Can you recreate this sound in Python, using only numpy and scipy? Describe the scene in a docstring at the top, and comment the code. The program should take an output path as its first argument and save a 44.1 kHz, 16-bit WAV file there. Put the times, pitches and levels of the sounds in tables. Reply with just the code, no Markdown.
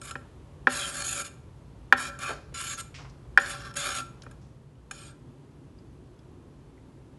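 """In a small kitchen, close by, a knife pushes chopped egg off a wooden board into a bowl.
The blade lands with a hard knock, then catches on the wood fibres, so that it rasps and squeaks
and both wood and steel ring. Soft lumps drop into the bowl with wet smacks. Near the end only
a few tiny wet ticks are left over the low rumble and hollow drone of the room."""
import sys
import numpy as np
from scipy import signal
from scipy.fft import rfft, irfft, next_fast_len
from scipy.io import wavfile
from scipy.ndimage import uniform_filter1d, minimum_filter1d, map_coordinates

SR = 44100
rng = np.random.default_rng(int(sys.argv[2]) if len(sys.argv) > 2 else 0)


def to_wav(sig):
    """Store sig (one row per channel, or 1-D mono) as 16-bit WAV at the path in sys.argv[1].

    Samples outside -1..1 are clipped; the rate is SR.
    """
    pcm = np.clip(np.atleast_2d(sig), -1, 1) * 32767
    pcm = np.round(pcm).astype(np.int16)
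    wavfile.write(sys.argv[1], SR, pcm.T)  # frames by channels


N = 316879
TIME = np.arange(N) / SR


def from_db(db):
    """Turn decibels into a number to multiply by."""
    return 10 ** (np.asarray(db) / 20)


def rms_one(x):
    """Scale a sound so that its average power is 1."""
    return x / np.sqrt(np.mean(x ** 2) + 1e-20)


def cut(x, hz, kind, order=2):
    """Keep the "low" or the "high" side of hz."""
    return signal.sosfilt(signal.butter(order, hz, kind, fs=SR, output="sos"), x + 1e-18)


def resonate(x, hz, width_hz):
    """Ring at one pitch; the narrower the width, the longer the ring."""
    r = np.exp(-np.pi * width_hz / SR)
    feedback = [1, -2 * r * np.cos(2 * np.pi * hz / SR), r * r]
    return signal.lfilter(np.array([1, 0, -1]) * (1 - r * r) / 2, feedback, x + 1e-18)


def body(x, modes):
    """An object rings at several pitches of its own, its modes; every second one is flipped in sign."""
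    return sum((-1) ** k * from_db(db) * resonate(x, hz, width)
               for k, (hz, width, db, *_) in enumerate(modes))


def drift(per_s):
    """A random wobble that takes per_s new values a second."""
    return np.interp(TIME * per_s, np.arange(4000), rng.standard_normal(4000))


def burst(start, fade_s):
    """A level that jumps up at start and dies away."""
    out, at = np.zeros(N), round(start * SR)
    out[at:at + SR // 2] = np.exp(-TIME[:min(SR // 2, N - at)] / fade_s)
    return out


def grit(per_s, spread_db):
    """Many tiny clicks of uneven size at random times."""
    sizes = from_db(spread_db * np.minimum(rng.exponential(1, N), 4)) * rng.choice([-1, 1], N)
    return sizes * (rng.random(N) < per_s / SR)


def level_curve(points):
    """A level that slides from one (time, dB) point to the next."""
    return from_db(np.interp(TIME, *np.transpose(points)))


# how strong the air noise is from low to high: f/Hz, level/dB
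AIR_COLOUR = [(25, -29), (50, -4.5), (90, -4.5), (200, -13), (280, -12), (420, -15), (700, -24),
              (1000, -24), (1500, -32), (2200, -36.5), (3000, -37.5), (5300, -43.5), (7000, -44),
              (12000, -48.5)]
# the background hiss dips briefly, then stays a little quieter: t/s, level/dB
AIR_LEVELS = [(0, -50), (1.5, -51.5), (4.3, -50.5), (4.7, -55.5), (5.2, -53), (7.19, -53)]
def air():
    """The still air of the kitchen is a dull, soft noise."""
    hz, db = np.transpose(AIR_COLOUR)
    size = next_fast_len(N)
    colour = from_db(np.interp(np.log(np.fft.rfftfreq(size, 1 / SR) + 1), np.log(hz), db))
    noise = irfft(rfft(rng.standard_normal(size)) * colour, size)[:N]
    return level_curve(AIR_LEVELS) * rms_one(cut(noise, 28.95, "high"))


# the deep pitches in the rumble: f/Hz, width/Hz, level/dB
RUMBLE_MODES = [(56, 10, 1), (137.4, 32, 1), (109, 20.8, -7.5)]
# its rise and fall: t/s, level/dB
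RUMBLE_LEVELS = [(0, -55), (0.7, -49.5), (2.8, -50), (4.1, -46.5), (4.7, -53.5), (7.19, -55)]
def rumble():
    """A low rumble swells and sinks again."""
    deep = cut(body(rng.standard_normal(N), RUMBLE_MODES), 200, "low")
    return level_curve(RUMBLE_LEVELS) * rms_one(cut(deep, 42, "high", order=4))


# low pitches at which the room rings: f/Hz, width/Hz, level/dB
DRONE_MODES = [(135, 12, 3.5), (261, 25, -1.5), (295, 25, -5), (362, 36, -3.5)]
# the drone comes up toward the end: t/s, level/dB
DRONE_LEVELS = [(0, -74.5), (4.6, -70.5), (5.2, -53), (7.19, -55.5)]
def drone():
    """Noise ringing in the room makes a hollow drone."""
    hollow = cut(body(rng.standard_normal(N), DRONE_MODES), 450, "low", order=4)
    return level_curve(DRONE_LEVELS) * rms_one(hollow)


def kitchen(x, tail_db, low_t60_s=.5, high_t60_s=.37):
    """Add quick echoes off worktop and bowl, then the room's tail; t60 is the time to fade by 60 dB."""
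    t = TIME[:SR // 2]
    noise = rng.standard_normal((3, len(t)))
    early = noise[0] * (t > .003) * np.exp(-t / .0095)
    low_fade, high_fade = from_db(-60 * t / low_t60_s), from_db(-60 * t / high_t60_s)
    tail = cut(noise[1], 3000, "low") * low_fade + cut(noise[2], 3000, "high") * high_fade
    tail *= (t > .008) / np.linalg.norm(low_fade)
    echoes = from_db(-16) * early / np.linalg.norm(early) + from_db(tail_db) * tail
    return x + signal.fftconvolve(x, echoes)[:N]


# pitches that linger in the room, lowest first: f/Hz, t60/s, level/dB
LINGERING_PITCHES = [(250, .35, 1), (571, .5, 3), (1358, .45, -5), (2385, .4, -1), (2470, .4, -7),
                     (4040, .3, -4), (5270, .3, -4), (6680, .4, -8), (6968, .4, -7), (10145, .2, -4)]
def linger(x, lowest=None):
    """The pitches of board and blade linger in the room after the knife stops."""
    return x + sum(from_db(db) * resonate(x, hz, np.log(1000) / (np.pi * t60))
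                   for hz, t60, db in LINGERING_PITCHES[:lowest])


def squelches(rows, relative_width, pops_per_s):
    """Each wet sound is a fading cluster of tiny pops around one pitch."""
    pops, out = grit(pops_per_s, spread_db=2.5), np.zeros(N)
    for start, db, hz, fade_s in rows:
        width = hz * relative_width
        cluster = resonate(pops * burst(start, fade_s), hz, width)
        out += from_db(db) * cluster / np.std(resonate(pops[:SR], hz, width))
    return out


# tiny wet ticks in the bowl: t/s, level/dB, f/Hz, fade/s
WET_TICKS = [(4.7538, -65.5, 2960, 0.0044), (5.785, -63, 4800, 0.0071), (5.80, -63, 2000, .008),
             (6.1905, -58.5, 5000, 0.0033), (6.192, -62.5, 3330, 0.0046), (6.7767, -62, 2010, 0.0062)]
def ticks():
    """Little air pockets pop in the oily food."""
    return squelches(WET_TICKS, relative_width=.053, pops_per_s=26000)


# smacks of egg: t/s, level/dB, f/Hz, fade/s
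EGG_SMACKS = [(2.33, -55.5, 4440, 0.066), (2.943, -46, 2443, 0.052), (2.946, -53, 4720, 0.075),
              (3.015, -60.5, 5020, 0.0092), (3.096, -55, 5476, .008), (4.2205, -43.5, 4200, 0.0044),
              (4.415, -66, 5980, .06)]
def smacks():
    """Wet egg makes short, bright smacks."""
    return cut(squelches(EGG_SMACKS, relative_width=.52, pops_per_s=4000), 7000, "low", order=4)


# falling lumps: t/s, level/dB, f/Hz, fade/s
EGG_LUMPS = [(2.293, -34, 480, 0.034), (2.309, -44, 600, 0.014), (2.345, -57, 500, 0.033),
             (2.522, -44.5, 350, .01), (2.985, -47, 1000, .04), (3.046, -48, 880, 0.02)]
def lumps():
    """Soft lumps of egg land in the bowl with a dull plop."""
    return cut(squelches(EGG_LUMPS, relative_width=.71, pops_per_s=2700), 3000, "low")


def rubbed(snags, modes, wander_db=2.1):
    """As the knife moves along, each mode is fed now a little more, now a little less."""
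    return sum((-1) ** k * from_db(db + wander_db * drift(18)) * resonate(snags, hz, width)
               for k, (hz, width, db, *_) in enumerate(modes))


# the board with the knife on it: f/Hz, width/Hz, rubbed level/dB, struck level/dB
BOARD_MODES = [(255, 15.65, -10.5, -35.5), (371, 33, -12.5, -34), (485, 40, -20.5, -32.5),
               (564, 25, -4, -35), (782, 27, -7.5, -28), (895, 70, -23, -25), (1036, 45, -12.5, -21),
               (1142, 74, -7.5, -28), (1354, 35, 4, -16.5), (1575, 90, -3, -24), (1785, 60, -7.5, -15.5),
               (2484, 78, -18, -22.5)]
def board_ring(snags, low_drive, high_drive, split_hz=980):
    """Snags shake the board, which answers with hollow low notes and woody higher ones."""
    low = [mode for mode in BOARD_MODES if mode[0] < split_hz]
    high = [mode for mode in BOARD_MODES if mode[0] >= split_hz]
    ring = rubbed(snags * low_drive, low) + rubbed(snags * high_drive, high)
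    return ring / np.std(body(snags, high))


# the knife's edge: f/Hz, width/Hz, rubbed level/dB, tapped level/dB
EDGE_MODES = [(2413, 170, 3.5, 0.5), (2674, 53, 1.5, -22), (2770, 31, -1, -26), (3060, 200, 3.5, -3.5),
              (3555, 500, -5, -10), (4083, 110, 1.5, -4.5), (4350, 700, -6.5, -14), (5095, 250, -3, -6),
              (5323, 200, -0.5, -3.5)]
def edge_hiss(snags, drive):
    """The rasping edge rings, with plain rubbing noise mixed in."""
    ring = rubbed(snags * drive, EDGE_MODES) / np.std(body(snags, EDGE_MODES))
    rubbing = cut(cut(snags * drive, 1900, "high"), 5600, "low")
    rubbing /= np.std(cut(cut(snags, 1900, "high"), 5600, "low"))
    return ring + from_db(-5) * rubbing


# the steel blade: f/Hz, width/Hz, level/dB
BLADE_MODES = [(6700, 91, -4), (7020, 82, -2), (7320, 730, -12), (8350, 50, -6), (9000, 1400, -16.5),
               (9500, 100, -15), (9856, 200, -14.5), (10260, 90, -11.5), (10580, 200, -16.5)]
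def blade_ring(snags, drive):
    """Snags make the steel ring, thin and high."""
    ring = cut(rubbed(snags * drive, BLADE_MODES), 5400, "high")
    return ring / np.std(body(snags, BLADE_MODES))


def along_blade(x, trip_s=.0014, swing_s=.00012, share=.42):
    """Shaking runs to the blade's end and back; the trip changes as the touching point moves."""
    echo = map_coordinates(x, [(TIME - trip_s - swing_s * drift(9)) * SR], order=3)
    return (x + share * echo) / np.hypot(1, share)


# light touches of the edge: t/s, level/dB
EDGE_TAPS = [(0.0150, -31.5), (0.1092, -25), (2.189, -30), (2.542, -38), (3.739, -35.5), (3.755, -31),
             (4.233, -42.5), (4.3111, -42), (4.9108, -25)]
def taps():
    """The edge catches for a moment and sets wood and steel ringing."""
    touch = rng.standard_normal(N) * sum(from_db(db) * burst(start, .0045) for start, db in EDGE_TAPS)
    board = from_db(13) * body(touch, BOARD_MODES)
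    edge = from_db(5) * body(touch, [(hz, width, db) for hz, width, _, db in EDGE_MODES])
    return board + edge + from_db(8) * body(touch, BLADE_MODES)


# squeaks of the edge: start t/s, end t/s, start f/Hz, end f/Hz, level/dB
EDGE_SQUEAKS = [(0.003, 0.065, 8400, 8100, -54.5), (0.73, 0.805, 4100, 3900, -43.5),
                (0.79, 0.88, 3400, 3095, -39), (0.818, 0.962, 8450, 8300, -48),
                (0.936, 1.124, 4380, 4260, -47), (2.217, 2.319, 2470, 2457, -42.5),
                (2.24, 2.308, 1333, 1220, -39.5), (2.674, 2.735, 7220, 7500, -41),
                (2.677, 2.766, 6900, 6433, -41.5), (3.771, 3.926, 3550, 3470, -45),
                (3.786, 3.978, 1342, 1360, -40), (4.972, 5.125, 8530, 8280, -58.5)]
def squeaks(width_hz=240):
    """The edge sticks and slips at an almost even rate: a hoarse, gliding squeak."""
    out = np.zeros(N)
    for start, end, start_hz, end_hz, db in EDGE_SQUEAKS:
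        at = np.flatnonzero((TIME > start) & (TIME < end))
        progress = np.linspace(0, 1, len(at))
        phase = 2 * np.pi * np.cumsum(start_hz + (end_hz - start_hz) * progress) / SR
        rough = rms_one(cut(rng.standard_normal((2, SR // 2)), width_hz / 2, "low"))[:, :len(at)]
        swell = np.sqrt(np.abs(np.sin(np.pi * progress)))
        out[at] += from_db(db) * swell * (rough[0] * np.cos(phase) + rough[1] * np.sin(phase))
    return out


# pushes of the knife: t/s, length/s, speeding up/s, slowing down/s, level/dB, pressure gained/dB,
# then extras set by where and how steeply the edge sits: board/dB, blade/dB, low board notes/dB
KNIFE_PUSHES = [ (0.026, 0.080, .005, .008, -47.5, 6, 2, 3, -4),
                (0.675, 0.262, 0.043, 0.061, -39, -1.5, -2.5, 2, 1.5),
                (0.911, 0.12, 0.038, 0.012, -40, 3.5, 1, 4.5, 1),
                (1.027, 0.2, .025, 0.0089, -39, -2.5, -3, 5.5, 2),
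                (1.237, 0.056, 0.019, 0.049, -44.5, -3, -4.5, 5, -8.5),
                (1.946, 0.16, 0.083, 0.037, -40, 1.5, 0, 0.5, 1),
                (2.105, 0.082, 0.0094, .020, -66, -4, 14.5, -13, -2),
                (2.178, 0.19, 0.073, 0.12, -41.5, -3, 3, 2, -3),
                (2.539, 0.22, 0.0026, 0.017, -41.5, -1, -2, -0.5, -7),
                (2.764, 0.054, .034, .012, -38.5, -2, -3.5, 3, -7),
                (3.391, 0.15, 0.0075, .014, -43.5, 4, 1, -2.5, 3),
                (3.532, 0.19, 0.0084, 0.016, -49.5, -6.5, 6, -7, -3),
                (3.756, 0.28, 0.013, 0.083, -37.5, -0.5, -2, 2, 0),
                (4.916, 0.23, .035, 0.11, -54, -1, -3, 0, 2.5)]
def pushes():
    """Speed and pressure set how hard each part is shaken: wood sounds first, steel only at speed."""
    low, wood, edge, steel = np.zeros((4, N))
    for start, length, rise_s, fall_s, db, lean_db, board_db, blade_db, low_db in KNIFE_PUSHES:
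        t = TIME - start
        speed = np.sin(np.pi / 2 * np.clip(np.minimum(t / rise_s, (length - t) / fall_s), 0, 1))
        force = from_db(db + lean_db * (np.clip(t / length, 0, 1) - .5))
        on_board = force * from_db(board_db) * speed ** .811
        low += on_board * from_db(low_db)
        wood += on_board
        edge += force * speed ** 1.5
        steel += force * from_db(blade_db) * speed ** 2
    uneven = from_db(1.2 * drift(35))  # the hand presses unevenly
    rocking = from_db(1.2 * drift(22))  # the edge rocks: more wood, then more steel
    return uneven * np.array([low * rocking, wood * rocking, edge, steel / rocking])


def scrape(judder_db=1.86):
    """The edge snags on wood fibres, sticking and slipping; this shakes board, edge and blade."""
    snags = grit(per_s=5500, spread_db=2.9) * from_db(judder_db * drift(220))
    low, wood, edge, steel = pushes()
    board = board_ring(snags, low, wood)
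    knife = from_db(-2) * edge_hiss(snags, edge) + from_db(-.5) * blade_ring(snags, steel)
    return board + along_blade(knife)


# the knife lands or bounces: t/s, level/dB, knock f/Hz, brightness f/Hz, extra ring/dB, extra thud/dB
KNIFE_LANDINGS = [(0.155, -21.5, 1555, 3270, 6, 13), (0.671, -1, 1552, 2560, 5, 7.5),
                  (1.9250, 4, 1562, 3170, 4, -0.5), (3.3750, 4, 1590, 2920, -1.5, -8),
                  (3.3854, -12, 1650, 2013, 1.5, 8), (4.2649, -37, 1420, 3000, 9, 19.5),
                  (4.9103, -32, 1390, 5000, 6, 3)]
def knocks(half_width_hz=235, thud_below_hz=650):
    """Each landing makes a short, dead knock, a crack of the edge and a ring of the board."""
    out, cracks, blows, thuds = np.zeros((4, N))
    for start, db, hz, bright_hz, ring_db, thud_db in KNIFE_LANDINGS:
        click = signal.unit_impulse(N, round(start * SR))
        band = signal.butter(3, [hz - half_width_hz, hz + half_width_hz], "band", fs=SR, output="sos")
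        knock = signal.sosfilt(band, click + 1e-18)
        out += from_db(db) * knock / np.max(np.abs(knock))
        cracks += from_db(db) * cut(rng.standard_normal(N) * burst(start, .0062), bright_hz, "low")
        contact = cut(click, bright_hz, "low")
        blows += from_db(db + ring_db) * contact
        thuds += from_db(db + thud_db) * contact
    for k, (hz, width, _, db) in enumerate(BOARD_MODES):
        ring = resonate(thuds if hz < thud_below_hz else blows, hz, width)
        scale = SR / (2 * np.pi * width)  # a click of size 1 rings at height 1
        out += (-1) ** k * from_db(db) * scale * ring
    out += from_db(-25) * cracks
    out += from_db(-12) * body(cracks, EDGE_MODES) + from_db(-14) * body(cracks, BLADE_MODES)
    return out - .81 * resonate(out, 2020, 260)  # the board hardly moves between two of its modes


def scene():
    """Knife, board and egg echo in the kitchen, over its quiet background."""
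    egg = lumps() + smacks()
    rasp = linger(scrape() + squeaks() + taps())
    landings = linger(knocks(), lowest=2)  # just the two deepest pitches
    mix = kitchen(rasp, tail_db=-11) + kitchen(landings, tail_db=-14.5)
    mix += kitchen(egg + ticks(), tail_db=-11)
    return (mix + air() + rumble() + drone())[None]


def record(dry, limit=1.2):
    """The microphone loses the highest treble; a fast limiter and slight overload flatten hard knocks."""
    heard = signal.sosfilt(signal.ellip(8, .5, 60, 11500, fs=SR, output="sos"), dry)
    allowed = limit / np.maximum(np.abs(heard), limit)
    gain = uniform_filter1d(minimum_filter1d(allowed, size=31), size=31)
    clipped = np.clip(heard * gain, -1, 1)
    return signal.sosfilt(signal.ellip(10, .1, 80, 16400, fs=SR, output="sos"), clipped)


dry = scene()
out = record(dry)
to_wav(out)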